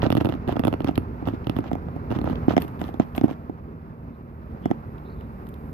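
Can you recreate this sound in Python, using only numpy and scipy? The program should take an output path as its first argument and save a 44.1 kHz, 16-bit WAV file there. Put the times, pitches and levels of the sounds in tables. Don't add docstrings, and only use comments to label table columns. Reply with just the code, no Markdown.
import sys
import numpy as np
from scipy import signal
from scipy.fft import rfft, irfft, next_fast_len
from scipy.io import wavfile
from scipy.ndimage import map_coordinates

SR = 44100
rng = np.random.default_rng(int(sys.argv[2]) if len(sys.argv) > 2 else 0)


def waveform_to_disk(signal):
    frames = np.transpose(np.atleast_2d(signal))
    scaled = np.clip(frames, -1, 1) * 32767
    samples = np.round(scaled).astype(np.int16)
    wavfile.write(sys.argv[1], SR, samples)


N = 252693


def amp(db):
    return 10 ** (np.asarray(db) / 20)

def unit(x):
    return x / np.sqrt(np.mean(x ** 2) + 1e-20)

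def along(points, hz):
    freqs, values = np.transpose(points)
    return np.interp(np.log(hz + 1), np.log(freqs + 1), values)

def curve(points):
    return np.interp(np.arange(N) / SR, *np.transpose(points))

def wobble(rate):
    return map_coordinates(rng.standard_normal(int(N * rate / SR) + 4), [np.arange(N) * rate / SR])

def filtered(x, response):
    size = next_fast_len(x.shape[-1] + 2048)
    return irfft(rfft(x, size) * response(np.fft.rfftfreq(size, 1 / SR)), size)[..., :x.shape[-1]]

def coloured(x, tone):
    return filtered(x, lambda hz: amp(along([(0, -120), *tone, (SR / 2, -120)], hz)))

def ring(ms, hz, fade_ms, swell_ms):
    ms = np.maximum(ms, 0)
    return np.sin(2 * np.pi * hz * ms / 1000) * amp(-60 * ms / fade_ms) * (1 - np.exp(-ms / swell_ms))

def burst(ms, noise, tone, fade_ms):
    ms = np.maximum(ms, 0)
    puff = coloured(noise * (1 - np.exp(-ms / .5)) * amp(-60 * ms / fade_ms), tone)
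    return puff / abs(puff).max()

# (frequency [Hz], likeness [0 to 1])
LIKENESS = [(60, 0.9), (240, 1), (930, 0.77), (3670, 0.027), (14500, 0.01)]
def rush(tone, flutter_db, rate):
    pair = coloured(rng.standard_normal((2, N)), tone) * amp(flutter_db * wobble(rate))
    angle = lambda hz: np.arccos(np.clip(along(LIKENESS, hz), -1, 1)) / 2
    mid, side = filtered(pair, lambda hz: np.array([np.cos(angle(hz)), np.sin(angle(hz))]))
    return unit(np.array([mid + side, mid - side]))

# (time [s], rate [Hz])
FIRING_RATE = [(0, 82.75), (1.1, 81.44), (2.6, 81.78), (3.3, 79.2), (4, 78.93), (4.7, 75.34), (5.73, 74.62)]
# (time [s], level [dB])
RUMBLE_LEVEL = [(0.0, -27), (0.17, -35), (0.32, -32), (0.54, -31.5), (0.69, -31.5), (0.94, -34),
                (1.29, -33.5), (2.06, -33), (2.31, -29), (2.41, -29.5), (2.55, -32), (3.64, -39.5),
                (4.23, -40.5), (4.69, -36), (5.73, -36.5)]
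HISS_LEVEL = [(0, -65), (.15, -75), (2, -74.5), (2.6, -68), (3.2, -72), (3.6, -79), (4.5, -76.5),
              (5.73, -69)]
# (frequency [Hz], relative level [dB])
SILENCER_TONE = [(25, -22), (60, -8), (80, 0), (160, -1), (240, -0.5), (320, -16), (500, -16.5),
                 (1000, -51), (2000, -56)]
RUMBLE_TONE = [(15, -39), (25, -6.5), (65, 3), (119, -3.5), (226, -7), (358, -13.5), (401, -11),
               (700, -28.5), (910, -46.5), (1540, -120)]
RASP_TONE = [(350, -12.5), (600, -3), (950, -2.5), (1300, -5.5), (1700, -14), (2600, -22), (3100, -32.5),
             (5000, -36), (6500, -44.5), (8500, -51), (10000, -85.5)]
SIZZLE_TONE = [(5000, -28), (8500, -14.5), (9600, -15), (12500, -3), (14100, -0.5), (14400, -31),
               (15000, -28)]
def engine():
    cycles = np.cumsum(curve(FIRING_RATE)) / SR
    fired = np.flatnonzero(np.diff(np.floor(cycles)))
    banks = 1 + 0.37 * (-1) ** np.arange(len(fired))
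    pulses = np.zeros(N)
    pulses[fired] = banks * amp(1.2 * rng.standard_normal(len(fired)))
    beat = amp(-4.5) * unit(coloured(pulses, SILENCER_TONE))
    rumble = (beat + rush(RUMBLE_TONE, flutter_db=1.5, rate=25)) * amp([[-.8], [.8]])
    puff = 1 + 0.061 * np.cos(2 * np.pi * cycles)
    rasp = puff * rush(RASP_TONE, flutter_db=1, rate=51) * amp([[-1.5], [1.5]])
    hiss = rush(SIZZLE_TONE, flutter_db=.4, rate=40)
    rumble_db = curve(RUMBLE_LEVEL)
    rasp_db = rumble_db.mean() - 12 + 1.04 * (rumble_db - rumble_db.mean())
    left, right = amp(rumble_db) * rumble + amp(rasp_db) * rasp + amp(curve(HISS_LEVEL)) * hiss
    return np.array([left, np.roll(right, 17)])

# (time [s], length [s], rasp level [dB], hiss level [dB])
GAS_SPITS = [(0.017, 0.065, -34.5, -67), (0.162, 0.033, -38.5, -65), (0.285, 0.071, -46.5, -70.5),
             (0.201, 0.036, -38.5, -62), (0.244, 0.027, -36, -59), (0.481, 0.067, -38.5, -66),
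             (0.64, 0.046, -47, -72), (0.86, 0.051, -39.5, -66), (1.261, 0.058, -42.5, -71),
             (1.318, 0.048, -49, -79), (1.553, 0.056, -44.5, -68), (1.639, 0.061, -44, -75),
             (2.103, 0.081, -42, -67), (2.253, 0.093, -42.5, -72), (2.487, 0.062, -33, -65),
             (2.601, 0.056, -46.5, -56), (2.792, 0.12, -46.5, -62), (3.001, 0.044, -39.5, -71.5),
             (3.148, 0.056, -41, -53.5), (3.233, 0.036, -43, -57), (3.288, 0.057, -43.5, -67),
             (4.498, 0.049, -62, -78), (4.614, 0.08, -59, -76)]
# (frequency [Hz], relative level [dB])
SPIT_TONE = [(150, -30), (280, -1.5), (450, -4.5), (700, 2.5), (1200, -2.5), (2200, -13), (3300, -19),
             (6000, -29.5), (8500, -41.5)]
CRACK_TONES = [
    [(1000, -24.5), (1800, 5), (2200, -5.5), (2700, 4), (3400, 0), (5500, -17), (8000, -38)],
    [(1000, -13), (2000, 9), (2500, -6), (3200, 0), (4200, -17), (5500, -14), (8000, -24.5)],
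]
def spits():
    t, rasp, hiss = np.arange(N) / SR, np.zeros(N), np.zeros(N)
    for start, length, rasp_db, hiss_db in GAS_SPITS:
        flame = np.clip(np.minimum((t - start) / 0.0018, (start + length - t) / 0.021), 0, 1)
        rasp += amp(rasp_db) * flame
        hiss += amp(hiss_db) * flame
    sparks = (rng.random((2, N)) < 250 / SR) * rng.standard_normal((2, N))
    rough = rush(SPIT_TONE, flutter_db=3.5, rate=220) + amp(-13) * unit(coloured(sparks, CRACK_TONES[0]))
    return rasp * rough * amp([[-1.5], [1.5]]) + hiss * rush(SIZZLE_TONE, flutter_db=2, rate=120)

LEAD = 200
CLOCK_MS = (np.arange(1800) - LEAD) * 1000 / SR
# (time [s], crack level [dB], sizzle level [dB])
THIN_TICKS = [(0.0194, -24.5, -61), (0.118, -24, -41), (0.2068, -26.5, -59), (0.564, -30, -58),
              (0.8186, -39, -55), (0.9556, -30, -40), (1.255, -38, -63), (1.4436, -42, -67),
              (2.3554, -34.5, -75), (2.5837, -34, -61), (2.601, -47, -46), (2.6196, -26, -32),
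              (2.6474, -45, -50), (2.679, -41, -44.5), (2.793, -42.5, -67), (3.15, -34.5, -52),
              (3.163, -41, -33.5), (4.981, -49, -62), (5.209, -43, -55), (5.468, -49, -52),
              (5.489, -49, -44), (5.54, -44, -48.5)]
def ticks():
    out = np.zeros((2, N + SR))
    for start, crack_db, sizzle_db in THIN_TICKS:
        for ear in range(2):
            noise = rng.standard_normal(len(CLOCK_MS))
            crack = amp(crack_db) * burst(CLOCK_MS, noise, CRACK_TONES[0], fade_ms=12.5)
            sizzle = amp(sizzle_db) * burst(CLOCK_MS, noise, SIZZLE_TONE, fade_ms=22)
            out[ear, round(start * SR):][:len(noise)] += crack + sizzle
    return out[:, LEAD:LEAD + N]

# (time [s], pipe [0 right, 1 left], boom [dB], bark [dB], crack [dB]), scaled by shapes below
EXPLOSIONS = [(0.0302, 0, -13.5, -12, -29), (0.0381, 0, -10.5, -34.0, -47), (0.0525, 0, -30, -16, -40.0),
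              (0.0637, 0, -24.0, -12.5, -24), (0.0684, 1, -7.5, -37.0, -38), (0.1026, 0, -8.5, -12.0, -22),
              (0.1246, 0, -9, -11, -19), (0.1507, 0, -8.5, -14, -28), (0.1686, 0, -10, -14.5, -24),
              (0.1748, 0, -13.5, -19.5, -25.5), (0.18, 1, -7, -22, -31.0), (0.2106, 0, -10, -14, -39.0),
              (0.2469, 0, -9.0, -15, -32), (0.2559, 0, -11.5, -16, -25.5), (0.2893, 0, -15.5, -19, -28.5),
              (0.2955, 0, -13.5, -20.5, -31), (0.3231, 0, -20.5, -21, -27.5), (0.3385, 0, -20.5, -23, -33),
              (0.4762, 0, -15, -27, -31), (0.4843, 0, -14.5, -22.5, -33), (0.4896, 0, -15, -29, -34),
              (0.524, 0, -14, -19.5, -30.0), (0.5564, 1, -16, -22, -49), (0.5676, 0, -14, -13.5, -42),
              (0.5936, 0, -9.5, -16.5, -23), (0.5999, 1, -16, -20.5, -42), (0.6369, 0, -18, -15, -24.5),
              (0.65, 0, -8, -12.5, -23), (0.6706, 0, -10, -14.5, -26.0), (0.6796, 0, -8.5, -9.5, -24.5),
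              (0.727, 0, -13.5, -17, -29), (0.7385, 0, -13, -16.5, -29.5), (0.8043, 0, -14, -19, -29.5),
              (0.8444, 0, -10.5, -17.5, -27.5), (0.8738, 0, -16.5, -21, -29.5), (0.885, 0, -20.5, -22, -29),
              (0.8903, 1, -9, -14.5, -41), (0.9773, 0, -7, -13.5, -23.5), (1.2249, 1, -18, -29, -58),
              (1.274, 0, -12, -18, -28.5), (1.2853, 0, -14.5, -18, -29), (1.3357, 1, -15.0, -32, -52),
              (1.4692, 0, -13.5, -19.0, -25), (1.4955, 0, -11.5, -17, -22), (1.5648, 0, -12, -18.5, -31.5),
              (1.5873, 0, -9.5, -17.5, -34.0), (1.7147, 1, -14.5, -14.5, -38.0),
              (1.7315, 1, -12.5, -23, -31.5), (1.7533, 1, -18.5, -19.5, -39.5), (1.885, 0, -31, -26, -53),
              (1.9625, 1, -18.5, -26, -49), (2.1046, 0, -15.5, -24.5, -39), (2.114, 0, -16.5, -18.5, -31.5),
              (2.1227, 0, -14.5, -19.5, -36), (2.1604, 1, -18, -38, -48.5), (2.166, 1, -15, -41, -42.5),
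              (2.1876, 0, -14.5, -21.5, -30.0), (2.2142, 0, -16, -21.5, -34.5),
              (2.2417, 0, -13, -18.5, -37), (2.2743, 0, -15.5, -15, -46), (2.2978, 0, -16.5, -18.5, -32),
              (2.3115, 1, -19, -39, -52), (2.4819, 1, -1, -14.0, -32), (2.536, 1, -14, -19, -38),
              (2.567, 1, -4.5, -6, -18.5), (2.5788, 1, -5.5, -6.0, -16.5), (2.8152, 1, -15.5, -18, -28),
              (2.8398, 0, -21, -29, -32.5), (2.9417, 1, -20.5, -26.5, -43.0), (2.9984, 1, -1.5, -8.5, -28),
              (3.1795, 1, -11.5, -16, -24.0), (3.2125, 1, -10.5, -20.0, -35.5),
              (3.2353, 0, -12.5, -24, -46), (3.2406, 1, -0.0, -14.5, -38), (3.254, 1, -11.0, -29, -44),
              (3.2818, 1, -23, -22, -45), (3.3108, 1, -15, -24, -38), (3.4959, 1, -15.5, -26, -52),
              (4.6573, 1, -8.0, -15, -29), (4.704, 1, -13.5, -32, -44), (4.7126, 1, -6.5, -12, -26)]
# (delay [ms], pitch [Hz], size [factor], fade [ms])
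BOOM_SHAPES = [
    [(1, 315, 8, 13.7), (.9, 280, 2.9, 30)],
    [(-.2, 272, -3.7, 19.7), (.6, 267, -9, 14.5)],
]
BARK_SHAPES = [
    [(1.2, 570, -1.2, 5.5), (.7, 570, 3.7, 6.5)],
    [(-.5, 550, -.4, 9.5), (.68, 730, 1.45, 19.5)],
]
# (delay [ms], size [factor])
THUMP_SHAPES = [
    [(5.3, .3), (.25, -.85)],
    [(-1.2, .18), (1.1, .2)],
]
# (delay [ms], gain [dB])
SHOCK_SHAPES = [
    [(1.8, -7), (0.37, 2.5)],
    [(-.5, 4), (.3, -4.5)],
]
# (base [dB], share of boom [dB/dB], share of crack [dB/dB])
SNAP_RULE = [(-9, 1.51, 0.43), (-36.5, 0, 0.4)]
# (frequency [Hz], relative level [dB])
SNAP_TONE = [(5000, -35), (7500, -19), (8600, -21.5), (9600, -5.5), (12500, -1), (13900, -2), (14500, -17),
             (15000, -29)]
def pops(small_pops):
    out, ms = np.zeros((2, N + SR)), CLOCK_MS
    for start, pipe, boom_db, bark_db, crack_db in list(EXPLOSIONS) + small_pops:
        pipe = round(pipe)
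        heat = 1 + .045 * rng.standard_normal()
        snap_db = np.dot(SNAP_RULE[pipe], [1, boom_db, crack_db])
        shock = rng.standard_normal(len(ms))
        for ear in range(2):
            delay, hz, size, fade_ms = BOOM_SHAPES[pipe][ear]
            boom = size * ring(ms - delay, hz * heat, fade_ms, swell_ms=6)
            delay, size = THUMP_SHAPES[pipe][ear]
            thump = size * ring(ms - delay, hz=111, fade_ms=43.4, swell_ms=.3)
            delay, hz, size, fade_ms = BARK_SHAPES[pipe][ear]
            overtone = amp(-20.5) * ring(ms - delay, hz=1220 * heat, fade_ms=21.3, swell_ms=1)
            bark = size * (ring(ms - delay, hz * heat, fade_ms, swell_ms=.2) + overtone)
            delay, side_db = SHOCK_SHAPES[pipe][ear]
            noise = np.roll(shock, round(delay * SR / 1000)) + .5 * rng.standard_normal(len(ms))
            crack = amp(crack_db) * burst(ms - delay, noise, CRACK_TONES[pipe], fade_ms=5.5)
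            snap = amp(snap_db) * burst(ms - delay, noise, SNAP_TONE, fade_ms=5)
            pop = amp(boom_db) * (boom + thump) + amp(bark_db) * bark + amp(side_db) * (crack + snap)
            out[ear, round(start * SR):][:len(ms)] += pop
    return out[:, LEAD:LEAD + N]

def sputter(per_second=22, spread_db=4):
    slots = np.arange(0, N / SR, 1 / per_second)
    times = slots + rng.random(len(slots)) / per_second
    pipes = rng.integers(2, size=len(slots))
    over_rasp_db = rng.normal([22, 15.5, -4.5], spread_db, (len(slots), 3))
    return [(times[k], pipes[k], *(rasp_db + over_rasp_db[k]))
            for start, length, rasp_db, _ in GAS_SPITS
            for k in np.flatnonzero((times > start) & (times < start + length))]

# (frequency [Hz], time to fade 60 dB [s])
ECHO_FADE = [(100, 0.28), (1000, 0.093), (8000, 0.24)]
def lot_echo(sound):
    hz, t, spectrum = signal.stft(rng.standard_normal((2, SR // 3)), SR, nperseg=256)
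    fade = amp(-60 * t / along(ECHO_FADE, hz)[:, None])
    _, tail = signal.istft(spectrum * fade, SR, nperseg=256)
    tail = np.pad(tail, ((0, 0), (350, 0)))
    return signal.fftconvolve(sound, tail / np.linalg.norm(tail[0]), axes=1)[:, :N]

# (time [s], length [s], pitch [Hz], level [dB])
FAR_SQUEAKS = [(4.116, 0.058, 3780, -75), (4.624, 0.07, 3170, -56), (5.045, 0.049, 3880, -62.5),
               (5.082, 0.072, 4200, -63.5), (5.136, 0.14, 3720, -69)]
def squeaks():
    t, rough = np.arange(N) / SR, wobble(750)
    out = np.zeros(N)
    for start, length, hz, db in FAR_SQUEAKS:
        swell = np.sin(np.pi * np.clip((t - start) / length, 0, 1))
        out += amp(db) * swell * rough * np.sin(2 * np.pi * hz * t)
    return out

def scene():
    bangs = pops(sputter()) + ticks() + spits()
    return engine() + bangs + amp(-17.5) * lot_echo(bangs) + squeaks()

def record(dry):
    bass_hz, top_hz = 45, 15073
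    thinned = filtered(dry, lambda hz: hz ** 3 / (hz ** 3 + bass_hz ** 3))
    rounded = thinned / (1 + abs(thinned) ** 12) ** (1 / 12)
    return filtered(rounded, lambda hz: hz < top_hz)


dry = scene()
out = record(dry)
waveform_to_disk(out)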